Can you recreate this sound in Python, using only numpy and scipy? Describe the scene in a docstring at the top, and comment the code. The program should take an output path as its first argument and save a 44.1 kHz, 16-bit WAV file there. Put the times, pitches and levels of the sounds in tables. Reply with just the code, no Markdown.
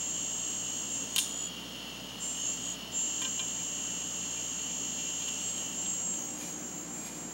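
"""A desk in a furnished room, microphone 14 cm from an open hard drive. A low hum sounds, a picture tube
whistles faintly, the motor whines and the bearings sing. From 0.8 s the speed hunts. At 1.2 s a finger
flicks the head arm against its stop and the head skids; the drive current then cuts out twice while the
bearings sing on. At 3.2 s the arm knocks back and goes on ticking. From about 5 s the hand rubs the
microphone and, over a few last knocks, carries it some 70 cm further off into the room's hum."""
import sys
import numpy as np
from scipy import signal
from scipy.fft import rfft, irfft, next_fast_len
from scipy.io import wavfile
from scipy.ndimage import uniform_filter1d, map_coordinates

SR = 44100
rng = np.random.default_rng(int(sys.argv[2]) if len(sys.argv) > 2 else 0)


def transcribe(signal):
    """Save signal, clipped to [-1, 1], as a 16-bit WAV file at the path in sys.argv[1]."""
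    frames = np.atleast_2d(signal).T
    limited = np.clip(frames, -1, 1)
    pcm = np.round(limited * 32767).astype(np.int16)
    wavfile.write(sys.argv[1], SR, pcm)


N = 323249
TIME = np.arange(N) / SR


def amp(db):
    """Decibels to gain."""
    return 10 ** (np.asarray(db) / 20)


def unit(x):
    """Scale to rms 1."""
    return x / np.sqrt(np.mean(x ** 2) + 1e-20)


def curves(rows):
    """One value per sample for each column after the time."""
    times, *columns = np.transpose(rows)
    return [np.interp(TIME, times, column) for column in columns]


def wobble(rate_hz, size=64):
    """A smooth random curve, rate_hz knots a second, drawn in straight steps of size samples."""
    steps = np.arange(0, N + size, size)
    path = map_coordinates(rng.standard_normal(4096), [steps * rate_hz / SR], mode="wrap")
    return np.interp(np.arange(N), steps, path)


def coloured(x, spectrum):
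    """x shaped by (frequency_hz, gain_db) points, at rms 1."""
    size = next_fast_len(N + 8192)
    hz, db = np.transpose(spectrum)
    gain = amp(np.interp(np.log(np.fft.rfftfreq(size, 1 / SR) + 1), np.log(hz), db))
    return unit(irfft(rfft(x, size) * gain, size)[:N])


def noise(spectrum):
    """Coloured noise of rms 1."""
    return coloured(rng.standard_normal(N), spectrum)


def tone(cycles, scatter=None, rate_hz=8):
    """A sine of rms about 1; a share of it, scatter, drifts in strength and phase."""
    angle = 2 * np.pi * (cycles % 1 + rng.random())
    if scatter is None:
        return np.sqrt(2) * np.sin(angle)
    steady = np.sqrt(2 * np.clip(1 - scatter ** 2, 0, 1))
    in_phase = steady + scatter * wobble(rate_hz)
    return in_phase * np.sin(angle) + scatter * wobble(rate_hz) * np.cos(angle)


def each_turn(turns, size=700):
    """A rough pattern that comes round again with every turn of the shaft."""
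    return map_coordinates(rng.standard_normal(size), [turns % 1 * size], mode="grid-wrap")


def ringing(modes, t):
    """Struck modes dying away, at new strengths for every blow."""
    return sum(amp(db + rng.normal(0, 1.5) - 60 * t / t60) * np.sin(2 * np.pi * (hz * t + rng.random()))
               for hz, db, t60 in modes)


# Room rumble at the desk, the same away from it, and airy hiss: frequency_hz, density_db
DESK_RUMBLE = [(30, -38), (68, -32), (79, -29), (95, -38), (116, -6), (146, -9), (170, -3.5), (255, -0.5),
               (299, -0.5), (335, -8.5), (700, -10), (800, -13.5), (1200, -13), (1620, -18), (1900, -16),
               (2100, -21.5), (2500, -19), (3500, -61)]
FAR_RUMBLE = [(59, -49), (100, -20), (150, -6.5), (167, -3), (243, 0), (271, -8), (302, -0.5), (411, -11.5),
              (531, -7.5), (568, -10.5), (705, -10), (1460, -17.5), (2500, -21.5), (3250, -48),
              (5500, -120)]
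AIR_HISS = [(1000, -2), (2500, 8.5), (5000, 8.5), (8500, 3), (10000, 3.5), (12000, -3), (13900, 3.5),
            (14700, -9)]
# Steady low hum tones near multiples of 59 Hz: pitch_hz, desk_level_db, far_level_db
LOW_HUM = [(58.7, -61.5, -64.5), (118.5, -63, -66), (178, -60, -58), (238, -72, -58.5), (300, -71.5, -55.5),
           (356.5, -72, -59), (906, -65, -69)]


def room_tone():
    """Rumble, hiss, hum and a picture tube's line whistle, heard at the desk, then away from it."""
    away, = curves([(5.4, 0), (6.2, 0.97)])

    def level(desk_db, far_db):
        return amp(desk_db + (far_db - desk_db) * away)

    rumble = np.sqrt(1 - away) * noise(DESK_RUMBLE) + np.sqrt(away) * noise(FAR_RUMBLE)
    hiss = level(-54, -55) * noise(AIR_HISS)
    hum = sum(level(desk_db, far_db) * tone(hz * TIME) for hz, desk_db, far_db in LOW_HUM)
    whistle = level(-58.5, -56.5) * tone(15734 * TIME, scatter=.45 + .3 * away, rate_hz=18)
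    return level(-47.5, -46.5) * rumble + hiss + hum + whistle


SET_SPEED_HZ = 59.144
# The speed control overshoots, driving and coasting by turns: time_s, speed_error_hz
SPEED_HUNT = [(.84, 0), (.97, -.32), (1.44, 2.23), (2.252, -1.56), (2.705, .93), (2.975, -.38), (3.1, .07),
              (3.17, 0)]


def spindle():
    """Turns a second off the set speed, and the drive current (0-1), zero while the platter coasts."""
    switch_s, drag_hz_per_s, full_push_hz_per_s = .15, 4.4, 3.5
    error_hz = uniform_filter1d(curves(SPEED_HUNT)[0], round(switch_s * SR), mode="nearest")
    push = np.gradient(error_hz) * SR + drag_hz_per_s
    return error_hz, np.clip(push / full_push_hz_per_s, 0, 1)


# Base levels of the whine's three voices at the microphone: time_s, chord_db, middle_db, upper_db
WHINE_LEVELS = [(0.03, -39.5, -38.5, -46), (0.4, -39.5, -43.5, -41), (1.2, -39.5, -46, -47),
                (3.1, -39.5, -38.5, -46), (4, -40.5, -43, -47), (5.1, -39.5, -41, -55),
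                (5.5, -41, -42.5, -36.5), (5.68, -41.5, -46, -46.5), (5.9, -38, -35.5, -35.5),
                (6.25, -40.5, -46, -44), (6.7, -45.5, -45.5, -53), (7.3, -49, -45, -43.5)]
# Resonances the voices cross as the speed changes: speed_error_hz, chord_db, middle_db, upper_db
WHINE_RESONANCES = [(-1.2, -9, -2, 7.5), (-0.93, -3, -7, 3), (-0.37, 5, 4.5, -5), (-0.19, 0.5, 6.5, 3),
                    (0.0069, 0, 0, -0.5), (0.23, -7.5, -5.5, -10), (0.69, 1.5, -6, -4), (1.3, -4, -10, -17),
                    (2.09, 0.5, -9, -6)]
# Close motor tones that beat once a turn: shaft_order, relative_db
CHORD = [(112, 0), (113, 0), (114, -16), (115, -9), (116, -12)]
# Weaker motor tones around them: shaft_order, base_level_db
SIDEBANDS = [(96, -60.6), (97, -71.1), (101, -64.1), (102, -65.3), (103, -53.5), (104, -59.0), (108, -68.7),
             (109, -67.3), (110, -62.7), (111, -61.8), (117, -65.0), (118, -62.6), (119, -67.5),
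             (120, -61.6), (122, -63.8), (123, -59.3), (125, -64.1), (126, -69.4), (127, -69.4),
             (129, -61.6), (136, -66.4), (144, -68.3), (146, -70.3), (147, -65.0), (148, -71.3),
             (152, -70.7)]


def motor(turns, error_hz, current, retreat_m):
    """Switched coil current rings the motor at whole multiples of the shaft speed."""
    chord_db, middle_db, upper_db = curves(WHINE_LEVELS)
    errors, *gains = np.transpose(WHINE_RESONANCES)
    chord_boost, middle_boost, upper_boost = [np.interp(error_hz, errors, db) for db in gains]
    distance_db = -12 * retreat_m
    low_gain = amp(distance_db - 3 * np.abs(error_hz))  # low sidebands fade off the set speed
    high_gain = amp(distance_db + 0.98 * np.maximum(upper_boost, 0))
    # each tone flutters once the microphone moves through the room's standing waves
    flutter, = curves([(5.2, 0.079), (5.7, 0.68)])

    def partial(order, depth=1):
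        return tone(order * turns, depth * flutter, rate_hz=15)

    def hub_db(order):  # overspeed carries a tone into the hub's resonance
        return 11 / (1 + ((order * (SET_SPEED_HZ + error_hz) - 7080) / 70) ** 2)

    chord = unit(sum(amp(db + hub_db(order)) * partial(order, depth=0.74) for order, db in CHORD))
    whine = amp(chord_db + chord_boost) * chord
    whine += amp(middle_db + middle_boost) * partial(124)
    whine += amp(upper_db + upper_boost) * partial(128)
    sidebands = sum(amp(db) * (low_gain if order < CHORD[0][0] else high_gain) * partial(order)
                    for order, db in SIDEBANDS)
    # the switching edges add a faint buzz on all the orders around
    buzz_spectrum = [(4000, -65), (5500, -2), (9000, 4), (9400, -17), (12700, -10), (14000, -38)]
    buzz = amp(-57.5) * high_gain * coloured(each_turn(turns), buzz_spectrum)
    drive = np.maximum(current ** 1.24, amp(-30))  # a trace of whine stays while coasting
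    return drive * (whine + sidebands + buzz) * (1 + 0.098 * wobble(260))


# Ball-bearing tones at the set speed: pitch_hz, relative_db
BALL_TONES = [(2724, -52), (2826, -63), (2885, -62), (2968, -50), (3010, -59), (3078, -62), (3140, -54),
              (3213, -58), (3253, -63), (3465, -67), (3666, -68), (4258, -63), (4334, -61), (4398, -67),
              (4910, -68), (5372, -68), (5487, -72)]
# How well the casting radiates them: frequency_hz, gain_db
RADIATION = [(2630, -26), (2720, 1), (2900, 3.5), (3150, 1.5), (3500, 6), (4150, -7.5), (4330, 4),
             (4600, -0.5), (5400, 6)]
# Rolling noise through the casting: frequency_hz, density_db
ROLLING_NOISE = [(1500, -35), (2600, -19), (2760, 2.5), (3050, 0.5), (3350, -4), (3800, -10.5),
                 (4150, -11.5), (4320, -8), (4550, -25), (4900, -8), (5400, -12.5), (6200, -8.5),
                 (6850, -2), (7400, -16), (8800, -23), (10000, -29)]


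def bearings(turns, retreat_m, start_distance_m=.14):
    """Balls roll in their races: tones slide with the speed through fixed resonances, over noise."""
    shaft_time = turns / SET_SPEED_HZ
    singing = sum(amp(db) * tone(hz * shaft_time, scatter=0.35, rate_hz=12) for hz, db in BALL_TONES)
    rolling = noise(ROLLING_NOISE) * amp(0.76 * wobble(70))
    head_by_hub = (TIME > 1.19) & (TIME < 3.25)  # the whirr is louder while the head rides there
    level = amp(-46 + 1.4 * head_by_hub) * start_distance_m / (start_distance_m + retreat_m)
    return level * (amp(-1.45) * coloured(singing, RADIATION) + amp(-3) * rolling)


# Blows of the head arm: start_s, level_db, brightness_db, casting_db, rebound_db
KNOCKS = [(1.1615, -16, 4, -6, -11), (1.1814, -17, 3, -14, 1), (3.218, -23.5, -6, 2.5, -5),
          (3.2455, -20, -22, -6, 2), (3.3934, -21.5, -17, -5, 0), (5.221, -30, -10, -8, -8),
          (5.2814, -25, -8, -7, -5.5), (5.579, -32.5, -2, -4, -12), (5.86, -31, -8, -9, -10),
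          (6.1404, -34, -2, -7, -8)]
# Modes of the arm and of the drive's casting: pitch_hz, relative_db, t60_s
ARM_MODES = [(2780, -11, 0.038), (2967, -5, 0.026), (3142, -3.5, 0.044), (3495, -11, 0.044),
             (4040, -10, 0.017), (4330, -33, .03), (5270, -17.5, 0.036)]
CASTING_MODES = [(1040, -15, 0.094), (1571, -19.5, 0.13), (1912, -25, .15), (2397, -18, 0.16)]
# The crack of a contact: frequency_hz, density_db
CRACK = [(1500, -33), (2300, -41), (2900, 1), (3900, 8), (5000, 0), (7000, -0.5), (9000, 2.5),
         (11500, -1.5), (15500, -12)]


def arm_knocks(rebound_s=.0053, crack_t60_s=.015):
    """Each blow of the arm rebounds twice; every contact cracks and rings arm and casting."""
    t = np.arange(SR // 4) / SR
    out, grit = np.zeros(N + SR), noise(CRACK)
    for start_s, db, bright_db, casting_db, rebound_db in KNOCKS:
        contact_s = 0.00013 * amp(-bright_db)  # duller blows stay in contact longer
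        attack = 1 - np.exp(-t / contact_s)
        contacts = [(0, 0), (rebound_s, rebound_db), (1.7 * rebound_s, rebound_db - 5.5)]
        for delay_s, contact_db in contacts:
            start = round((start_s + delay_s) * SR)
            span = slice(start, start + len(t))
            ring = ringing(ARM_MODES, t) + amp(casting_db) * ringing(CASTING_MODES, t)
            crack = amp(bright_db - 60 * t / crack_t60_s) * grit[span]
            out[span] += amp(db + contact_db) * (amp(-4) * ring + amp(-6) * crack) * attack
    return out[:N]


def room_echo(x, t60_s=.25):
    """The short answer of a furnished room, reaching the microphone 5 ms after the direct sound."""
    t = np.arange(SR // 2) / SR
    tail = rng.standard_normal(len(t)) * amp(-60 * t / t60_s) * (t > .005)
    return signal.fftconvolve(x, tail / np.linalg.norm(tail))[:N]


# The head scraping on the platter: frequency_hz, density_db
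SCRAPE = [(1500, -35), (2600, -22), (3500, 3), (4700, -8), (5800, -2.5), (7300, 5.5), (8000, -5), (8700, 6),
          (10500, -12), (12000, -12), (15000, -19)]


def head_skid(turns, start_s=1.185, rise_s=.004, fall_db_per_s=180):
    """After the flick the head scrapes round the platter and lifts off again."""
    age = np.maximum(TIME - start_s, 0)
    level = amp(-28.5 - fall_db_per_s * age + 1.5 * wobble(300)) * (1 - np.exp(-age / rise_s))
    return level * coloured(each_turn(turns) + .5 * rng.standard_normal(N), SCRAPE)


def arm_ticks(count=14, from_s=3.45, to_s=5.3, rise_s=0.0011):
    """The freed arm ticks softly at uneven times, heard mostly through the casting."""
    t = np.arange(SR // 4) / SR
    out = np.zeros(N + SR)
    attack = 1 - np.exp(-t / rise_s)
    for k, (late, strength) in enumerate(rng.random((count, 2))):
        start = round((from_s + (to_s - from_s) * (k + late) / count) * SR)
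        ring = ringing(ARM_MODES, t) + amp(8) * ringing(CASTING_MODES[2:], t)
        out[start:start + len(t)] += amp(-44.25 + 5 * strength) * ring * attack
    return out[:N]


# Rubs of the hand, right on the microphone: middle_s, half_length_s, level_db
RUBS = [(5.55, 0.46, -57), (6.45, 0.082, -48), (7.075, .15, -52)]
# Friction heard through its case: frequency_hz, density_db
CASE_FRICTION = [(1200, -12), (2250, -1), (2410, 9), (2560, -4), (4000, -1.5), (6000, -4), (9000, -3.5),
                 (13500, -9), (15500, -21)]


def handling(edge_drop_db=11):
    """Skin slides unevenly on the microphone's case; each rub swells and fades."""
    strokes = sum(amp(db - edge_drop_db * ((TIME - middle_s) / half_s) ** 2)
                  for middle_s, half_s, db in RUBS)
    return strokes * amp(2 * wobble(48)) * noise(CASE_FRICTION)


# The microphone leans in, then moves back from its first position: time_s, retreat_m
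MICROPHONE_PATH = [(4.6, 0), (5.3, -0.033), (5.95, 0.05), (6.4, 0.29), (6.85, .58), (7.33, 0.72)]


def scene():
    """The drive on its desk, heard from one hand-held microphone."""
    error_hz, current = spindle()
    speed_hz = SET_SPEED_HZ + error_hz
    retreat_m, = curves(MICROPHONE_PATH)
    # the growing path to the microphone, at 343 m/s, lowers the pitch a little
    turns = np.cumsum(speed_hz) / SR - speed_hz * retreat_m / 343
    arm = arm_knocks() + arm_ticks() + head_skid(turns)
    spinning = motor(turns, error_hz, current, retreat_m) + bearings(turns, retreat_m)
    return (spinning + arm + amp(-21) * room_echo(arm) + room_tone() + handling())[None]


def record(dry, top_hz=15850):
    """The microphone's channel passes nothing above its band limit."""
    size = next_fast_len(N + 8192)
    passband = np.fft.rfftfreq(size, 1 / SR) < top_hz
    return irfft(rfft(dry, size) * passband, size)[..., :N]


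dry = scene()
out = record(dry)
transcribe(out)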